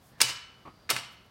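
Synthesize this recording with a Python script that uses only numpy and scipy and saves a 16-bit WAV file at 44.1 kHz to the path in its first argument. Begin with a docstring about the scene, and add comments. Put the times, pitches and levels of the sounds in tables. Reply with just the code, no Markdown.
"""Over quiet outdoor noise, a hard piece, probably firewood, drops on the load of a small wheelbarrow.
At 0.2 s it touches, cracks down and settles; the metal tray rings faintly and booms a moment later.
Near 0.65 s the barrow gives a dull knock, and at 0.9 s a second piece lands and shakes the tray again.
House, sheds and trees of the back yard scatter each blow into a short reverberation."""
import sys
import numpy as np
from scipy import signal
from scipy.fft import rfft, irfft
from scipy.io import wavfile

SR = 44100
rng = np.random.default_rng(int(sys.argv[2]) if len(sys.argv) > 2 else 0)


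def int16_out(signal):
    """Quantize to a 16-bit WAV file."""
    q = np.round(np.clip(np.atleast_2d(signal).T, -1, 1) * 32767)
    wavfile.write(sys.argv[1], SR, q.astype(np.int16))


N = 57330
T = np.arange(N) / SR
HZ = np.maximum(np.fft.rfftfreq(N, 1 / SR), 1)

# Contacts of piece and load (time [s], level [dB], treble tilt [dB per half octave], rise [s],
# crack t60 [s], load ring re level [dB], piece ring re level [dB], yard feed re level [dB])
CONTACTS = [(0.2024, -20, -2, 0.0045, 0.086, -9, -27, 2),
            (0.2147, -11.5, 0.48, 0.00041, 0.028, -31, 0, -3.5),
            (0.2286, -28.5, 0, .002, 0.046, -18.5, -14.5, 5), (.2890, -33, -2.5, 0.0036, 0.1, -15, -25, -1),
            (0.8909, -28.5, -3.5, 0.0043, 0.18, 2.5, -12, -7.5),
            (0.901, -19, 1, 0.00081, 0.058, -11, -13, -2),
            (0.9092, -26.5, -10, 0.00044, 0.072, -7, 4, -1.5),
            (0.9548, -38.5, -12.5, .003, 0.067, -1, -16, -3),
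            (0.9635, -27, -3, 0.00018, .028, -1.5, -11, -1)]
# Spectrum of a contact (frequency [Hz], relative density [dB])
CRACK_SPECTRUM = [(80, -28.5), (200, -8.5), (360, -6), (680, -6), (1100, -2.5), (2000, 1.5), (3400, 1),
                  (5500, 2), (7600, -4.5), (10000, -7), (15500, -10)]
# Modes of load, piece, tray and knocked barrow (frequency [Hz], relative level [dB], t60 [s])
LOAD_MODES = [(1230, -7, .035), (1533, -2.5, 0.057), (1752, -1.5, 0.033), (2104, 1, 0.04),
              (2490, -1.5, .04), (4350, -10, 0.047)]
PIECE_MODES = [(965, -13, .025), (1328, -9.5, .03), (2744, -19, 0.043), (3400, -6, 0.046),
               (5170, -11, 0.0222), (5170, -7.5, .028), (5260, -6, 0.036), (8290, -10.5, 0.039),
               (8920, -5.5, 0.032), (8040, -10, 0.018), (9050, -8.5, 0.075)]
TRAY_MODES = [(1295, -17, 1.0), (1344, -14, 1), (2477, -10.5, 0.55), (2970, 0, 0.75), (2954, -3, 0.6),
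              (3040, -7.5, 0.71), (4926, -8.5, .4)]
TRAY_BOOM_MODES = [(124.7, 2, 0.39), (93, -12, 0.304), (185.6, 0, 0.087)]
BARROW_MODES = [(334, -4, 0.082), (1015, -7, 0.12), (1127, 1, 0.13), (1255, -12, 0.27)]
# Excitations of the tray (time [s], ring level [dB], boom level [dB])
TRAY_SHAKES = [(.215, -34, -43.5), (.903, -42, -41.5)]
# Dull knocks on the barrow (time [s], level [dB])
BARROW_KNOCKS = [(.651, -43), (0.67, -42.5), (.690, -58.5), (0.726, -61), (0.784, -66)]
# Spectrum of a knock (frequency [Hz], relative density [dB])
THUD_SPECTRUM = [(60, 0.5), (130, 3), (400, 4), (560, 0), (800, 3.5), (1150, 0), (1450, -11), (2400, -8),
                 (5000, -30), (15000, -42)]
# Reverberation of the yard (frequency [Hz], gain [dB], t60 [s])
YARD_SCATTER = [(100, -6.5, 0.79), (296, -2.5, 0.2), (660, -2.5, 0.35), (1300, -5.5, .8), (2130, -5.5, .66),
                (3384, -3, 0.61), (5030, -5, 0.47), (9040, -4, 0.33), (15000, -12.5, .29)]
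# Distant outdoor noise (frequency [Hz], relative density [dB])
OUTDOOR_SPECTRUM = [(20, -16), (45, -3.5), (70, -4), (130, -2.5), (280, -10), (600, -13), (1200, -15.5),
                    (2500, -24), (4800, -23.5), (7000, -34), (15500, -38.5)]
# Rustles and thin hisses (peak time [s], length [s], centre [Hz], half-width [octaves], level [dB])
RUSTLE_BANDS = [(0.071, 0.11, 9100, 0.76, -65.5), (0.162, .07, 1720, .13, -65),
                (0.193, 0.022, 880, 1.04, -56), (0.83, 0.45, 4720, 0.021, -73.5),
                (1.129, 0.039, 10900, .7, -66), (1.26, 0.024, 13050, .5, -74.5)]


def drops():
    """Impact excitation: each contact cracks and rings load and piece; gives direct sound and yard feed."""
    tilt_corner_hz, ring_to_yard_db = 2850, -5
    grind_s = 0.002  # the surfaces grind briefly before the crack dies away
    direct = to_yard = 0
    for start, db, tilt_db, rise, t60, load_db, piece_db, yard_db in CONTACTS:
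        spectrum = along(CRACK_SPECTRUM, HZ) + tilt_db * np.log2(1 + (HZ / tilt_corner_hz) ** 2)
        crack = place(noise(spectrum) * fade(t60, grind_s), start, rise)
        modes = undb(load_db) * ring(LOAD_MODES) + undb(piece_db) * ring(PIECE_MODES)
        rings = place(modes, start, rise)
        direct += undb(db) * (crack + rings)
        to_yard += undb(db + yard_db) * (crack + undb(ring_to_yard_db) * rings)
    return direct, to_yard


def tray():
    """Free vibration: after each drop the tray's high modes sing and its low modes swell into a boom."""
    boom_lag_s = 0.015
    out = 0
    for start, ring_db, boom_db in TRAY_SHAKES:
        out += undb(ring_db) * place(ring(TRAY_MODES), start, rise_s=0.021)
        out += undb(boom_db) * place(ring(TRAY_BOOM_MODES), start + boom_lag_s, rise_s=0.019)
    return out


def knocks():
    """Soft impacts carry little treble: the barrow thuds, with a hollow ring on the stronger knocks."""
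    loudest_db = max(db for _, db in BARROW_KNOCKS)
    out = 0
    for start, db in BARROW_KNOCKS:
        thud = noise(along(THUD_SPECTRUM, HZ)) * fade(t60_s=0.12)
        hollow = undb((db - loudest_db) / 2) * ring(BARROW_MODES)
        out += undb(db) * place(thud + hollow, start, rise_s=0.0069)
    return out


def yard(sound):
    """Diffuse reflection: each band decays at its own rate, and one wall sends back a brief swell."""
    onset_s, wall_lag_s, wall_spread_s, wall_db = 0.0066, 0.079, 0.015, -5.5
    edges = np.geomspace(40, SR / 2, 21)
    white = rfft(rng.standard_normal(N))
    response = 0
    for low, high in zip(edges, edges[1:]):
        centre_hz = np.sqrt(low * high)
        decay = fade(along(YARD_SCATTER, centre_hz, column=2))
        band = irfft(white * (HZ >= low) * (HZ < high), N) * decay
        energy_share = (high - low) / (SR / 2)
        band *= np.sqrt(energy_share / np.sum(band ** 2))
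        response += undb(along(YARD_SCATTER, centre_hz)) * band
    wall_swell = 1 + undb(wall_db) * np.exp(-((T - wall_lag_s) / wall_spread_s) ** 2)
    build_up = np.minimum(T / onset_s, 1) ** 2
    return signal.fftconvolve(sound, response * wall_swell * build_up)[:N]


def background():
    """Amplitude-modulated noise: a slowly wavering outdoor bed with a few faint band-limited rustles."""
    bed_db = -59.5
    waver_db = -1.5 * np.interp(T, np.linspace(0, T[-1], 12), rng.standard_normal(12))
    out = undb(bed_db + waver_db) * noise(along(OUTDOOR_SPECTRUM, HZ))
    for peak, length, centre_hz, octaves, db in RUSTLE_BANDS:
        spectrum = -10 * np.log10(1 + (np.log2(HZ / centre_hz) / octaves) ** 4)
        swell = np.exp(-(2 * (T - peak) / length) ** 2)
        out += undb(db) * noise(spectrum) * swell
    return out


def ring(modes):
    """Modal superposition: a sum of damped sinusoids of alternating sign."""
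    return sum((-1) ** k * undb(db) * fade(t60) * np.sin(2 * np.pi * hz * T)
               for k, (hz, db, t60) in enumerate(modes))


def noise(spectrum_db):
    """Spectral shaping: white noise is filtered, then scaled to unit rms."""
    shaped = irfft(rfft(rng.standard_normal(N)) * undb(spectrum_db), N)
    return shaped / shaped.std()


def fade(t60_s, hold_s=0):
    """Exponential damping: after the hold, the level falls 60 dB in t60_s."""
    return np.exp(-np.log(1000) * np.maximum(T - hold_s, 0) / t60_s)


def place(sound, start_s, rise_s):
    """Onset: a linear rise, delayed to the start time."""
    attack = np.minimum(T / rise_s, 1)
    return np.concatenate([np.zeros(int(start_s * SR)), sound * attack])[:N]


def along(table, hz, column=1):
    """Interpolation of a table column over log frequency."""
    table = np.array(table)
    return np.interp(np.log(hz), np.log(table[:, 0]), table[:, column])


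def undb(db):
    """Amplitude ratio of a level in decibels."""
    return 10 ** (np.asarray(db) / 20)


def scene():
    """Superposition: the barrow's direct sound, its reverberation and the background add in mono."""
    knock_to_yard_db = -18.5
    blows, blows_to_yard = drops()
    bumps = knocks()
    reverberation = yard(blows_to_yard + undb(knock_to_yard_db) * bumps)
    return (blows + bumps + tray() + reverberation + background())[None]


def record(dry):
    """Band limiting: filters remove the deep bass and the highest treble."""
    bottom_hz, top_hz = 42.2, 16000
    high_pass = signal.butter(3, bottom_hz, "high", fs=SR, output="sos")
    low_pass = signal.ellip(10, 0.2, 80, top_hz, fs=SR, output="sos")
    return signal.sosfilt(low_pass, signal.sosfilt(high_pass, dry))


dry = scene()
out = record(dry)
int16_out(out)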